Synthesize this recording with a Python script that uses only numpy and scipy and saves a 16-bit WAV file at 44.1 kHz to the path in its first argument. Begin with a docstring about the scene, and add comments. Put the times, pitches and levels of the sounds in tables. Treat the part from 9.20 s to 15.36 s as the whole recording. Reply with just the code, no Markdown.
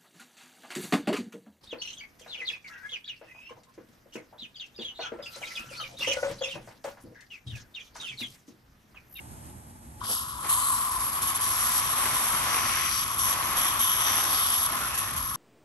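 """Far traffic, hums and garden rustle lie below throughout. At 0.8 s a hand-held hose nozzle opens on a lawn:
water hisses turbulently through the rose and sounds the nozzle's chamber, with broad bands near
4.2 and 7.7 kHz strongest at 1.3-1.5 s, and bursts of trapped air make the jet sputter.
Clumps of random drops patter on a potted plant and its soil; from about 3.6 s the patter takes on
passing resonant colours. Two close microphone ports hear it all."""
import sys
import numpy as np
from scipy import signal
from scipy.fft import rfft, irfft, next_fast_len
from scipy.io import wavfile
from scipy.ndimage import uniform_filter1d

SR = 44100
rng = np.random.default_rng(int(sys.argv[2]) if len(sys.argv) > 2 else 0)


def generate_wav(signal):
    """Clip the signal to [-1, 1] and save it as 16-bit WAV at the path in sys.argv[1]."""
    frames = np.transpose(np.atleast_2d(signal))
    scaled = np.clip(frames, -1, 1) * 32767
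    pcm = np.round(scaled).astype(np.int16)
    wavfile.write(sys.argv[1], SR, pcm)


N = 271656

# Unless noted, levels are relative: shared gains, colours and ports act on them later.
# Resonances list (centre [Hz], width of one filter pass [Hz], level within the group [dB]).
# Chamber of the nozzle, and its upper shoulder
CHAMBER = [(1032, 190, 0.5), (1144, 210, -2)]
SHOULDER = [(1264, 280, 0)]
# Barrel of the nozzle: low overtones, high overtones, rush
LOW_OVERTONES = [(3158, 680, 2), (3626, 520, -2)]
HIGH_OVERTONES = [(5573, 270, -0.5), (6014, 380, 2)]
RUSH = [(4870, 1520, 0)]
# Broad bands near 4.2 and 7.7 kHz, strongest at 1.3-1.5 s
EARLY_BANDS = [(4190, 1100, -1), (7670, 2400, -0.5)]
# Sizzle of the treble
SIZZLE = [(10410, 1230, 0)]
# Narrow treble peak near 11.3 kHz, as the microphone ports colour it
PORT_PEAK = [(11180, 420, 3), (11517, 400, -2)]
# Level of the chamber: (time [s], chamber [dB], shoulder against the chamber [dB])
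CHAMBER_LEVEL = [(0.808, -41.5, -1.5), (0.98, -41, -3), (1.282, -35, -11), (1.294, -28.5, -11),
                 (1.6, -30, -8), (1.9, -33, -13), (2.4, -32, -4.5), (2.9, -32.5, -4.5), (3.2, -30.5, -5.5),
                 (3.5, -33, -0.5), (3.84, -37.5, -0.5), (3.9, -33, -5.5), (4.2, -30.5, -9.5),
                 (4.8, -32, -3.5), (5.1, -35, -0.5), (5.4, -34, -4), (5.5, -32.5, -5), (5.66, -38, 3.5),
                 (5.72, -38, -1), (6.16, -38, -3)]
# Treble against the hiss setting: (time [s], early bands [dB], sizzle [dB], port peak [dB])
TREBLE = [(0.806, -12, 2, -8), (0.95, -15, -2, -5), (1.2, -19, -4, -13), (1.3, -7.5, 2, -18),
          (1.5, -7, 1, -17), (1.9, -22, -1, -4), (2.3, -22, -7.5, -9), (2.9, -13, -0.5, -6),
          (3.3, -27, -2.5, -16), (4.0, -27.5, -12, -6), (4.6, -28, -6, -4), (5.1, -33, -1.5, -2.5),
          (5.45, -20, -3, -4.5), (6.16, -36, -7, -1.5)]
# Colour of the hiss at the left port: (frequency [Hz], level [dB])
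JET_COLOUR = [(300, -31), (1500, -19.5), (2400, -17.5), (2750, -15), (3300, -22.5), (4200, -15.5),
              (5200, -20), (6500, -13.5), (7300, -12), (8200, -15), (9000, -13.5), (10600, -7), (11200, 1),
              (11600, -13), (11950, -22), (12400, -25), (12950, -30), (13350, -55), (15700, -70)]
# Paths to the right port: (frequency [Hz], right minus left [dB], likeness [0-1], right leads by [rad])
NOZZLE_PORTS = [(300, 1, .8, 0), (700, -3, .8, -.5), (1080, -8, .92, -1.1), (1500, -4, .75, -1.8),
                (1950, -1, .85, -2.3), (2450, 0, .95, -3.14), (2900, -2, .8, -4.2), (3300, -4, .75, -4.6),
                (4200, -7, .65, -6.2), (5200, -10, .5, -6.8), (5900, -11, .75, -7.2), (6500, -8, .5, -7.2),
                (7300, -6, .65, -8.6), (8200, -3, .75, -6.3), (8800, -1, .85, -6), (9300, .5, .8, -4.7),
                (9700, 0, .92, -3.8), (10150, 0, .99, -3.14), (11200, 0, .95, -1.25), (11900, 1, .85, 0),
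                (12800, 2, .55, .6), (13300, 0, .7, 3)]
CHOKE_IN_CHAMBER = 0.4  # share of a choke's level change [dB] that the chamber follows


def nozzle():
    """Turbulent noise and forced resonance: the flow hisses in the rose and sounds chamber and barrel."""
    on, hiss_db, low_db, high_db, rush_db = jet()
    flow = on * from_db(hiss_db + 0.39 * drift(23.0) + 1.3 * drift(330))  # flutter as the jets break up
    puffs, knocks = spits()
    hiss = turbulence() * flow + puffs

    stir = turbulence()
    opened, chamber_db, shoulder_db = in_time(CHAMBER_LEVEL)
    shoulder = from_db(shoulder_db) * rms_one(resonate(stir, SHOULDER))
    chamber = rms_one(resonate(stir, CHAMBER)) - shoulder
    roar = chamber * opened * from_db(chamber_db + CHOKE_IN_CHAMBER * choking())

    _, early_db, sizzle_db, peak_db = in_time(TREBLE)
    groups = [(LOW_OVERTONES, low_db), (HIGH_OVERTONES, high_db), (RUSH, rush_db),
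              (EARLY_BANDS, early_db), (SIZZLE, sizzle_db), (PORT_PEAK, peak_db)]
    bands = sum(rms_one(resonate(stir, modes, waver_db=1.5)) * from_db(level_db)
                for modes, level_db in groups)

    body = roar + knocks + flow * bands + surges()
    hiss_at_ports = from_db(8.0) * at_ports(hiss, NOZZLE_PORTS, JET_COLOUR)
    return without_common(hiss_at_ports + at_ports(body, NOZZLE_PORTS))


def turbulence():
    """Turbulence as broadband noise: a steady random part and a grainy part of random clicks."""
    return 1.15 * rng.standard_normal((2, N)) + 0.79 * grains(7000, spread_db=2.0)


# The jet runs evenly between sudden changes of flow: (start [s], hiss [dB], slide [dB/s],
# then against the hiss: low overtones [dB], high overtones [dB], rush [dB])
JET = [(0.806, -57, 40, 6, -12, 2), (0.836, -43.5, 197, -7.5, -16, -2), (0.916, -26, -85, -11.5, -25, -9),
       (1.08, -38, -29, -9.5, -31, -10), (1.206, -36.5, 2, -14, -28, -26),
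       (1.293, -26, -14, -13.5, -36, -39), (1.503, -31, -2, -14, -23, -12.5),
       (2.018, -28.5, -1, -9.5, -16, -15), (2.21, -27, 8, -15, -13, -14.5), (2.6, -29.5, 4, -12, -10, -18),
       (2.94, -27, -5, -12, -12.5, -20), (3.26, -30, 4, -11, -5.5, -10), (3.845, -33, 17.5, -13, -8, -13),
       (3.99, -25, 3, -13.5, -9, -20), (4.142, -32, 2, -12, -9.5, -15), (4.365, -25.5, -5, -8, -11, -20),
       (4.5, -28, -70, -9.5, -13, -21), (4.59, -25.5, -17, -7, -8.5, -16), (4.8, -27, -8, -7.5, -5.5, -13),
       (5.1, -28, 4.5, -6.5, -10.5, -8), (5.3, -26, -8, -8, -11.5, -11), (5.468, -34.5, 5, -10, -9, -17),
       (5.795, -29.5, -52, -10.5, -12, -17), (5.96, -34, -14, -11, -9, -13)]
CHANGE_S, TURN_S = 0.0041, 0.083  # a change of flow, and of colour, takes this long
# from SETTLED_S on, the weaker the jet the more it wavers
FULL_FLOW_DB, WAVER_PER_DB, SETTLED_S = -29.5, 0.29, 1.29


def jet():
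    """Piecewise steady flow: each stretch holds its colour while its level slides; a weak jet wavers."""
    t = np.arange(N) / SR
    rows = np.array(JET)
    current = np.maximum(np.searchsorted(rows[:, 0], t) - 1, 0)
    start, level_db, slide, *colour_db = rows[current].T
    held_db = uniform_filter1d(level_db + slide * (t - start), max(round(CHANGE_S * SR), 1))
    weakness_db = np.clip(FULL_FLOW_DB - held_db, 0, 8.0)
    waver_db = WAVER_PER_DB * weakness_db * (t > SETTLED_S) * drift(100)
    colour_db = uniform_filter1d(colour_db, round(TURN_S * SR), axis=1)
    return (t >= rows[0, 0]), held_db + choking() + waver_db, *colour_db


# Air pockets disturb the jet, then burst out of the nozzle:
# (time [s], level change before, negative for a choke [dB], puff [dB], peak of the chamber's knock [dB])
SPITS = [(0.814, 0, -60, -26), (0.837, 4, -44, -31), (1.29, 1, -24, -25), (1.31, 1.5, -45, -22),
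         (1.344, 2, -45, -35), (1.375, -1.5, -45, -30), (1.57, -0.5, -32, -45), (1.61, -1, -33, -45),
         (1.712, -3, -31.5, -44), (1.798, -6, -28.5, -45), (1.814, 0, -33, -45), (1.833, -1, -28, -42),
         (1.886, -1, -30.5, -45), (1.927, -4, -29, -34), (2.017, -5, -23.5, -39), (2.073, -0.5, -24, -40),
         (2.1483, -7, -22, -30), (2.2044, -8, -34, -38), (2.655, -1, -40, -50), (2.768, -3, -34, -50),
         (2.94, -3.5, -31, -50), (3.93, 0.5, -42, -44), (3.9785, -3.5, -27, -44), (4.363, -3, -32, -37),
         (4.59, -1, -40, -39), (5.741, -7, -23, -43), (5.775, -3.5, -21, -33.5), (5.968, 1, -25.5, -50)]
CHOKE_S = 0.013  # half length of a choke
PUFF_S, PUFF_EDGE_S = 0.021, 0.0054  # length of a puff between half-height points, and of each edge


def spits():
    """Impulse excitation: each burst is a puff of noise, and a knock that rings the chamber."""
    t, puffs, knocks = np.arange(N) / SR, np.zeros(N), np.zeros(N)
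    for s, _, puff_db, knock_db in SPITS:
        inside = np.minimum(t - s, s + PUFF_S - t)
        puffs += from_db(puff_db) * np.clip(inside / PUFF_EDGE_S + .5, 0, 1)
        knocks[round(s * SR)] = from_db(knock_db)
    unit_peak = np.abs(resonate(signal.unit_impulse(SR // 10), CHAMBER)).max()
    ringing = resonate(knocks + 1e-18, CHAMBER) / unit_peak
    return puffs * rng.standard_normal((2, N)), ringing


def choking():
    """Flow modulation: the level, in dB, changes just before each burst, mostly dipping."""
    t = np.arange(N) / SR
    return sum(db * np.exp(-((t - s) / CHOKE_S + 1) ** 2) for s, db, *_ in SPITS)


# Slugs of water thud through the hose: (centre [s], half length [s], level [dB])
SURGES = [(0.913, 0.025, -37), (1.237, 0.015, -49)]


def surges():
    """Band-limited noise in short swells: dull thuds."""
    band = signal.butter(2, [220, 1300], "band", fs=SR, output="sos")
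    return swells(SURGES) * rms_one(signal.sosfilt(band, rng.standard_normal((2, N))))


# Bands where the part common to both channels is removed, before and after 1.29 s:
# (centre [Hz], half width [Hz])
OPPOSITE_BANDS = [(2280, 330), (2660, 81)]


def without_common(pair):
    """Antiphase: within a band the part common to both channels is removed, leaving opposites."""
    size = next_fast_len(N)
    hz, (left, right) = np.fft.rfftfreq(size, 1 / SR), rfft(pair, size)
    early, late = [irfft((left + right) * np.exp(-((hz - centre_hz) / half_hz) ** 4), size)[:N]
                   for centre_hz, half_hz in OPPOSITE_BANDS]
    lateness = np.clip((np.arange(N) / SR - SETTLED_S) / TURN_S + 1, 0, 1)
    return pair - .5 * (early * (1 - lateness) + late * lateness)


# Water landing on the plant: (time [s], patter [dB], fullness [-0.5 thin to 1 dull])
SPLASH = [(0.8, -80, 0.9), (0.85, -51.5, 0.7), (0.88, -70, 0.9), (0.92, -60, 1), (0.97, -64, 1),
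          (1.21, -64, 0.74), (1.25, -44.5, 0.58), (1.36, -52.5, 0.44), (2.32, -44.5, 0.17),
          (2.7, -42.5, 0.11), (2.86, -39, 0.18), (3.08, -42, 0.18), (3.28, -38.5, 0.23),
          (3.63, -43.5, 0.13), (3.75, -49, 0.021), (4.02, -48.5, 0.5), (4.08, -41, 0.28), (4.45, -39, 0.24),
          (4.69, -45, 0.04), (4.9, -38.5, 0.26), (5.43, -46.5, 0.32), (5.55, -41, 0.32),
          (5.72, -43.5, 0.014), (5.89, -44.5, 0.22), (6.03, -50, 0.2), (6.16, -56, -0.41)]
# Brief resonant swells in the patter:
# (centre [s], half length [s], share before mixing [0-1], resonance [Hz], width of one filter pass [Hz])
PATTER_COLOURS = [(3.64, 0.24, 0.95, 2110, 2500), (5.632, 0.035, 0.5, 1380, 300),
                  (5.78, 0.08, 0.36, 2650, 500), (5.874, 0.079, 0.16, 1770, 400)]
# Colour of the splash at the left port: (frequency [Hz], level [dB])
SPLASH_COLOUR = [(120, -16.5), (300, -5), (470, -8.5), (800, 2.5), (1300, 4), (2000, 2.5), (2700, 1),
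                 (4000, -3), (6000, -3), (9000, -14)]
# Paths to the right port: (frequency [Hz], right minus left [dB], likeness [0-1], right leads by [rad])
SPLASH_PORTS = [(150, 1, .85, 0), (800, 0, .75, -.5), (1300, 2, .6, -.8), (1900, 2, .85, 0),
                (2600, 1, .6, -1.2), (3200, 0, .4, -3), (6000, -4, .3, -3), (9000, 0, .5, -3)]
DROPS_PER_S = 2600  # typical rate; chance thickens and thins it into clumps


def splash():
    """Random impacts: clumped drops tap leaves and soil, full or thin, with passing resonant colours."""
    on, level_db, fullness = in_time(SPLASH)
    taps = grains(DROPS_PER_S * from_db(3 * drift(20)), spread_db=2.5)
    low_pass = signal.butter(2, 1200, fs=SR, output="sos")
    drummed = .5 * rms_one(signal.sosfilt(low_pass, taps))
    coloured = sum(share * swells([(s, half, 0)]) * rms_one(resonate(taps, [(hz, width, 0)]))
                   for s, half, share, hz, width in PATTER_COLOURS)
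    # negative fullness takes lows away: a thin patter
    mix = taps + np.clip(fullness, -.5, 1) * drummed + .5 * coloured
    return from_db(12.5) * at_ports(on * from_db(level_db) * mix, SPLASH_PORTS, SPLASH_COLOUR)


# Traffic swells: (time [s], level of the coloured noise [dB])
GARDEN_LEVEL = [(0, -46.5), (0.8, -46), (3.6, -44), (5.5, -45), (6.16, -43)]
# Colour of the garden at the left port: (frequency [Hz], level [dB])
GARDEN_COLOUR = [(30, -53), (55, -4), (80, -1.5), (110, -4), (240, -13.5), (330, -14.5), (450, -25),
                 (850, -17), (1300, -25.5), (2200, -31), (4000, -36), (5200, -35), (7200, -32), (8000, -29),
                 (9000, -26.5), (11300, -23), (12900, -47), (13300, -56)]
# Paths to the right port: (frequency [Hz], right minus left [dB], likeness [0-1], right leads by [rad])
GARDEN_PORTS = [(30, 1, .92, 0), (250, 1.7, .84, 0), (450, 1, .4, 0), (850, 2, .6, -3),
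                (1300, 1, .55, -3.6), (2200, 0, .4, -5.7), (3500, 0, .45, -6.6), (5200, 0, .65, -3.1),
                (7200, 2, .25, -.3), (8500, 1, .4, .5), (9600, 0, .7, 2), (10300, 0, .98, 3.14),
                (11900, 0, .9, 6.3)]
# Hums from afar: (centre [Hz], width of one filter pass [Hz], median level [dB], waver [dB])
HUMS = [(55, 9, -61, 3), (239.8, 17.3, -59, 3), (855, 45, -68, 4)]
# Uneven low rumble near 46 Hz, swells placed by hand: (centre [s], half length [s], level [dB])
RUMBLE_SWELLS = [(3.6, 2.5, -54), (1.08, 0.07, -59), (1.77, 0.11, -51), (2.8, 0.19, -60),
                 (3.14, 0.068, -59), (3.6, 0.13, -63), (4.3, 0.32, -59), (5.3, 0.43, -58),
                 (6.04, 0.055, -45)]


def garden():
    """Filtered noise: far traffic and faint rustle, narrow-band hums and an uneven low rumble."""
    rustle = rng.standard_normal((2, N)) * from_db(1.13 * drift(5.0) + 0.67 * drift(13.4))
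    air = rms_one(at_ports(rustle, GARDEN_PORTS, GARDEN_COLOUR))
    hums = sum(from_db(level_db + waver_db * drift(8.7))
               * rms_one(resonate(rng.standard_normal(N), [(hz, width, 0)]))
               for hz, width, level_db, waver_db in HUMS)
    rumble = swells(RUMBLE_SWELLS) * rms_one(resonate(rng.standard_normal(N), [(46.3, 22, 0)]))
    return air * from_db(in_time(GARDEN_LEVEL)[1]) + hums + rumble


# centre and half width of the band in which the channels are nearly equal and opposite
OPPOSED_HZ, OPPOSED_HALF_HZ = 10100, 330


def at_ports(pair, ports, colour=((1, 0),)):
    """Partial coherence: the right port hears the left's sound shifted in phase, plus unrelated sound."""
    size = next_fast_len(N)
    hz = np.maximum(np.fft.rfftfreq(size, 1 / SR), 1)

    def read(rows):
        """Log-frequency interpolation of each column."""
        row_hz, *columns = np.array(rows).T
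        return [np.interp(np.log(hz), np.log(row_hz), c) for c in columns]

    (left_db,) = read(colour)
    right_db, alike, lead = read(ports)
    shared, own = rfft(pair, size) * from_db(left_db)
    right = from_db(right_db) * (alike * np.exp(1j * lead) * shared + np.sqrt(1 - alike ** 2) * own)
    opposed = np.exp(-((hz - OPPOSED_HZ) / OPPOSED_HALF_HZ) ** 4) * .93
    right = right * (1 - opposed) - shared * opposed
    return irfft(np.array([shared, right]), size)[:, :N]


WAVERS_PER_S = 7.0  # how fast wavering resonances swell and fade


def resonate(x, modes, waver_db=0):
    """Parallel resonance: two-pole modes, each applied twice for steep flanks; each may waver on its own."""
    out = 0
    for k, (hz, width, level_db) in enumerate(modes):
        r = np.exp(-np.pi * width / SR)
        b = (1 - r * r) / 2 * np.array([1, 0, -1])
        a = [1, -2 * r * np.cos(2 * np.pi * hz / SR), r * r]
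        ring = signal.lfilter(b, a, signal.lfilter(b, a, x))
        waver = waver_db * drift(WAVERS_PER_S) if waver_db else 0
        out = out + (-1) ** k * from_db(level_db + waver) * ring  # neighbours alternate in sign
    return out


def grains(per_s, spread_db):
    """Random impulse trains: two unrelated streams of clicks of uneven size, rms 1."""
    sizes = from_db(spread_db * np.minimum(rng.exponential(1, (2, N)), 5))
    signs = rng.choice([-1, 1], (2, N))
    clicks = sizes * signs * (rng.random((2, N)) < per_s / SR)
    return rms_one(clicks / np.sqrt(per_s))


def drift(rate):
    """Low-passed noise: slow chance below about the given rate [Hz], rms 1."""
    r = np.exp(-20 * np.pi * rate / SR)  # computed at a tenth of the sample rate
    noise = rng.standard_normal(N // 10 + 8002)
    slow = signal.lfilter([1], [1, -2 * r, r * r], noise)[8000:]  # drop the settling
    return np.interp(np.arange(N) / 10, np.arange(len(slow)), rms_one(slow))


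def swells(rows):
    """Amplitude envelopes: bell-shaped rises and falls."""
    t = np.arange(N) / SR
    return sum(from_db(level_db) * np.exp(-((t - s) / half) ** 2) for s, half, level_db in rows)


def in_time(rows):
    """Linear interpolation: a gate that is shut before the first row, then each column as a curve."""
    s, *columns = np.transpose(rows)
    t = np.arange(N) / SR
    return (t >= s[0]), *[np.interp(t, s, c) for c in columns]


def from_db(db):
    """Decibel law: level to amplitude ratio."""
    return 10 ** (np.asarray(db) / 20)


def rms_one(x):
    """Energy normalisation: root mean square 1."""
    return x / np.sqrt(np.mean(x ** 2) + 1e-20)


def scene():
    """Superposition: the pressures of all sources add."""
    return nozzle() + splash() + garden()


RUMBLE_CUT_HZ, CUTOFF_HZ = 42, 15750
WEAK_HZ, WEAK_LOSS_DB = 13700, 14  # edge of the weakened top band, and its least loss


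def record(dry):
    """Band limiting: deep bass is rolled off, the band above about 13.7 kHz weakened, and the top cut."""
    high_pass = signal.butter(2, RUMBLE_CUT_HZ, "high", fs=SR, output="sos")
    weakening = signal.cheby2(6, WEAK_LOSS_DB, WEAK_HZ, fs=SR, output="sos")
    top_cut = signal.ellip(12, .5, 90, CUTOFF_HZ, fs=SR, output="sos")
    thinned = signal.sosfilt(high_pass, dry)
    weakened = signal.sosfilt(weakening, thinned)
    return signal.sosfilt(top_cut, weakened)


dry = scene()
out = record(dry)
generate_wav(out)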